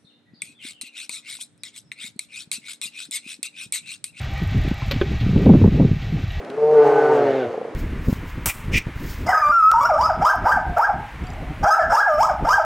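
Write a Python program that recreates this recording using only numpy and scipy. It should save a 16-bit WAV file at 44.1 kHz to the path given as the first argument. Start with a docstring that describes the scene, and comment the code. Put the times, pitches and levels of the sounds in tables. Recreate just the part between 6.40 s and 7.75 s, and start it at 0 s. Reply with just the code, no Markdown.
"""The tail of an earlier sound, two faint claw ticks and a low grunt come first; then two bears moan on a road.
The voices are stacks of overtones so close in pitch that they beat; a run of slow creaks ends the calls.
Creaks are ringing pulses, ticks are short noise bursts, and breath is noise that pulses with the second voice.
Scattered echoes answer from the roadside, over soft air noise and low bumps on the phone some way off."""
import sys
import numpy as np
from scipy import signal
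from scipy.fft import rfft, irfft
from scipy.io import wavfile
from scipy.ndimage import uniform_filter1d

SR = 44100
rng = np.random.default_rng(int(sys.argv[2]) if len(sys.argv) > 2 else 0)


def elevation(decibels):
    """Turn decibel levels (scalar or array-like) into linear amplitude ratios."""
    levels = np.asarray(decibels, float)
    return 10 ** (levels / 20)


def int16_out(signal):
    """Quantize to a 16-bit WAV file."""
    q = np.round(np.clip(np.atleast_2d(signal).T, -1, 1) * 32767)
    wavfile.write(sys.argv[1], SR, q.astype(np.int16))


N = 59535
t = np.arange(N) / SR  # time of each sample (s)
TIRED_FROM_S = .75  # the bears tire from here: voices grow rougher and the breath loses treble


def unit(x):
    """Scale a sound to an rms of 1."""
    return x / np.sqrt(np.mean(x ** 2))


def colour(x, points):
    """Filter by a curve of (Hz, dB) points, joined by straight lines over log frequency."""
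    hz, db = np.array(points).T
    freq = np.maximum(np.arange(len(x) // 2 + 1) * SR / len(x), 1)
    return irfft(rfft(x) * elevation(np.interp(np.log(freq), np.log(hz), db)), len(x))


def walk(rate):
    """A smooth random curve around 0, rms about 1.7, from `rate` random levels a second."""
    hold = int(SR / rate)
    levels = np.repeat(rng.standard_normal(N // hold + 1), hold)
    return 2.3 * uniform_filter1d(uniform_filter1d(levels, hold), hold)[:N]


def fade(since_s, t60_s):
    """Exponential decay that falls 60 dB in t60_s."""
    return np.exp(-np.log(1000) * since_s / t60_s)


def voice(call, throat, turns=0.):
    """Overtones of the vocal folds, each as loud as the throat lets it be; returns sound and phase."""
    start_s, pitch_hz, level_db, shape = np.array(call).T
    throat = np.array(throat)
    last_shape = throat.shape[1] - 2
    meet_s = .395  # the two pitches cross about here; phase is counted from this moment
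    coarse = slice(None, None, 64)  # the throat is worked out at every 64th sample

    pitch = uniform_filter1d(np.interp(t, start_s, pitch_hz), size=500) * (1 + .0015 * walk(70))
    cycles = np.cumsum(pitch) / SR
    phase = 2 * np.pi * (cycles - cycles[int(meet_s * SR)] + turns)
    gain = elevation(np.interp(t, start_s, level_db, left=-99, right=-99))
    gain = uniform_filter1d(uniform_filter1d(gain, size=200), size=200)
    mouth = np.clip(np.interp(t[coarse], start_s, shape), 0, last_shape)
    roughness = .17 * (1 + 4 * np.maximum(t - TIRED_FROM_S, 0))

    out = 0
    for k in range(1, 31):
        log_hz = np.log(k * pitch[coarse])
        throat_db = 0
        for j in range(last_shape + 1):  # blend the mouth shapes on either side
            share = np.clip(1 - abs(mouth - j), 0, 1)
            throat_db = throat_db + share * np.interp(log_hz, np.log(throat[:, 0]), throat[:, j + 1])
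        shimmer_db = .3 * np.log2(k) * walk(29.83)
        loudness = elevation(np.interp(t, t[coarse], throat_db) + shimmer_db)
        # none on the fundamental, full from the sixth overtone up
        wobble = 1 + min((k - 1) / 5, 1) * roughness * walk(150)
        smear = .3 * k * k  # the throat spreads each pulse in time (radians)
        wander = .015 * k * walk(30)
        out = out - loudness * wobble * np.cos(k * phase - smear + wander)
    return gain * out, phase


def rings_and_creaks():
    """Decaying rings at two pitches each: two early ones, then single slow pulses of the closing folds."""
    # rings: start_s, level_db, pitch_hz
    # the first two rows: a dying tail and the low ring of the opening grunt; the rest are creaks
    rings = [(.001, -22, 471), (0.101, -22, 267), (1.106, -13.5, 480), (1.1418, -13.5, 520),
             (1.178, -12, 467), (1.2136, -14.5, 503), (1.25, -15, 474), (1.281, -20, 450)]
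    out = 0
    for start_s, level_db, pitch_hz in rings:
        since = np.maximum(t - start_s, 0)
        ring = np.sin(2 * np.pi * pitch_hz * since) + 0.41 * np.sin(2 * np.pi * 1.45 * pitch_hz * since)
        rise = 1 - np.exp(-since / .0009)
        out = out + elevation(level_db) * rise * fade(since, t60_s=.036) * ring
    return out


def noise_band(centre_hz, spread):
    """Noise at rms 1, flat from centre / spread to centre * spread and falling away outside."""
    lowest, low = centre_hz / spread ** 5, centre_hz / spread
    high, highest = centre_hz * spread, centre_hz * spread ** 5
    return unit(colour(rng.standard_normal(N), [(lowest, -60), (low, 0), (high, 0), (highest, -60)]))


def breath(phase):
    """Air noise, pushed once in each cycle of the folds, its bands flaring on their own."""
    # breath effort: time_s, level_db
    effort = [(0.079, -46.5), (.25, -35.5), (0.36, -30), (0.479, -25.5), (.7, -27), (.9, -29),
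              (1.05, -30.5), (1.121, -28.5), (1.299, -55.5)]
    # breath colour: pitch_hz, level_db (per Hz)
    hiss_colour = [(90, -64), (200, -26), (300, -13), (430, 4.5), (800, -5.5), (1500, -18), (3000, -26.5),
                   (3700, -36), (4400, -31.5), (8000, -43.5), (10300, -56.5), (12500, -49.5),
                   (15300, -70.5)]
    # hoarse puffs as the second call slackens: middle_s, level_db
    puffs = [(0.945, -47), (1.025, -47.5)]
    flare_db = .7  # multiplies each random walk

    gate = 1 + 0.42 * np.cos(phase)
    tired_db = -1.8 * np.maximum(t - TIRED_FROM_S, 0)  # for each step up the bands
    hiss = 0
    for k in range(9):
        flare = elevation(flare_db * walk(25) + k * tired_db)
        hiss = hiss + flare * noise_band(200 * 1.7 ** k, 1.3) * 1.797 ** (k / 2)
    hiss = unit(colour(gate * hiss, hiss_colour))

    puff_width_s = .035  # from the middle to 1/e
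    swell = sum(elevation(level_db) * np.exp(-((t - middle_s) / puff_width_s) ** 2) for middle_s, level_db in puffs)
    rasp = noise_band(3170, 1.2) * gate * swell
    time_s, level_db = np.array(effort).T
    return hiss * elevation(np.interp(t, time_s, level_db) + flare_db * walk(25)) + rasp


def ticks():
    """Claws on the road: short scrapes of noise that start at once and die away."""
    # claw ticks: start_s, level_db
    scrapes = [(.0473, -41), (.1007, -37)]
    envelope = 0
    for start_s, level_db in scrapes:
        decay = fade(np.maximum(t - start_s, 0), t60_s=0.027)
        envelope = envelope + elevation(level_db) * (t > start_s) * decay
    claw_colour = [(400, -13.5), (1500, 0), (4000, -4.5), (15000, -34)]  # Hz, dB
    return envelope * unit(colour(rng.standard_normal(N), claw_colour))


def roadside(x):
    """A decaying scatter of echoes from road and bushes, after a gap of 12 ms."""
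    tail = rng.standard_normal(N) * (t > .012) * fade(t, t60_s=.4)
    return signal.fftconvolve(x, tail / np.sqrt(np.sum(tail ** 2)))[:N]


def bumps():
    """Soft low bumps on the phone: sine tones that swell and fade briefly."""
    # bumps: middle_s, level_db, pitch_hz
    knocks = [(0., -35, 58), (0.384, -39.5, 45), (0.698, -50.5, 35.7), (.88, -46, 84.6),
              (1.08, -33.5, 108.5)]
    out = 0
    for middle_s, level_db, pitch_hz in knocks:
        since = t - middle_s
        swell = np.exp(-(since / 0.016) ** 2)
        out = out + elevation(level_db) * swell * np.sin(2 * np.pi * pitch_hz * since)
    return out


def open_air():
    """Steady coloured noise whose level drifts a little."""
    # colour of the air: pitch_hz, level_db (per Hz, relative)
    air_colour = [(25, -50.5), (70, -21), (130, -9.5), (250, -3.5), (500, 1), (900, -8.5), (2000, -16),
                  (5000, -35.5), (10000, -45), (15300, -64)]
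    return unit(colour(rng.standard_normal(N), air_colour)) * elevation(-36.5 + 0.5 * walk(9.1))


def scene():
    """Voices near the middle, their echoes a little wide and dull; air and claws widest in the treble."""
    # calls: time_s, pitch_hz, level_db,
    # mouth shape (first bear: 0 shut, 1 open, 2 slack; second bear: 0 open, 1 slack)
    first_call = [(.095, 132.6, -45.5, 0.36), (.115, 134.7, -14, 0.39), (.15, 141.3, -21, 0.17),
                  (.165, 148.4, -30, 0.2), (.18, 149, -8.5, 0.41), (.212, 149, -10.5, 0),
                  (.225, 149.6, -2, 0.19), (.345, 153, 1.5, 0), (.395, 147.5, -2.5, 0.097),
                  (.43, 147, -2, .6), (.46, 141.6, 3, 0.74), (.54, 140.8, -2.5, 0.46), (.59, 139, 1, 1),
                  (.63, 133.6, -4, 1.1), (.69, 132, -0.5, 0.68), (.75, 126.8, -1, 2), (.83, 122, 0.5, 1.6),
                  (.87, 113.3, -1.5, 2.3), (.93, 109, -7, 2.3), (1.0, 106, -33.5, 2)]
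    second_call = [(.33, 142.6, -10, 0), (.37, 147.3, -4, 0.12), (.42, 148.6, 1, 0.017),
                   (.48, 153.3, -0.5, 0), (.62, 149.7, 0, .05), (.73, 148.6, 0, 0.065),
                   (.775, 142.7, 1, 0.44), (.82, 142.8, 1.5, 0.18), (.86, 139.7, 0, 0.86),
                   (.93, 132.7, -1.5, 1), (.99, 132, -2, 1), (1.05, 120.6, -5.5, 1),
                   (1.09, 115.5, -15.5, 1), (1.12, 111.8, -29.5, 1)]
    # overtone levels: pitch_hz, then level_db for each mouth shape in turn
    first_throat = [(129, -31.5, -36.5, -37), (287, -54, -38.5, -32.5), (365, -18.5, -25.5, -24.5),
                    (443.1, -5, -13, -36), (520, -34, -30.5, -20), (596, -22, -33.5, -19.5),
                    (755, -27.5, -23.5, -36.5), (907, -35, -17, -27.5), (968, -45.5, -45.5, -54),
                    (1520, -53, -46, -44), (3920, -93, -83, -78)]
    second_throat = [(128, -39, -36), (269, -34.5, -25.5), (410, -10, -20.5), (465, -16.5, -22),
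                     (592, -27, -22), (786, -23.5, -30), (860, -27, -52.5), (1050, -35.5, -66),
                     (1160, -29, -58), (1440, -41.5, -42.5), (1490, -29.5, -34.5), (1650, -45, -48),
                     (1685, -42, -44.5), (3700, -66.5, -61.5)]
    # side level of the echoes: pitch_hz, level_db
    echo_width = [(100, -27.5), (450, -5.5), (1000, -5), (2000, 4), (3500, -19)]
    # filter for the separate side noise of air and claws: pitch_hz, level_db
    air_width = [(60, -15.5), (500, -15), (3000, -12.5), (15000, -2)]

    first, _ = voice(first_call, first_throat)
    second, phase = voice(second_call, second_throat, turns=-0.3273)
    bears = first + second + breath(phase) + rings_and_creaks()
    middle = bears + elevation(-22) * roadside(bears) + open_air() + ticks() + bumps()

    echo_side = elevation(-21) * colour(roadside(bears), echo_width)
    air_side = colour(open_air() + ticks(), air_width)
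    lean_left = (elevation(.4) - 1) * first  # the first bear is a little to the left
    side = echo_side + air_side + lean_left
    return np.array([middle + side, middle - side])


def band_limit(x):
    """A steep low-pass at the top of the band."""
    return signal.sosfilt(signal.butter(12, 15380, fs=SR, output="sos"), x)


def record(dry):
    """The phone's microphone cuts the bass."""
    # microphone response: pitch_hz, level_db
    microphone = [(20, -21.5), (80, -7), (115, -0.5), (20000, 0)]
    mix = np.array([colour(channel, microphone) for channel in dry])
    return band_limit(mix)


dry = scene()
out = record(dry)
int16_out(out)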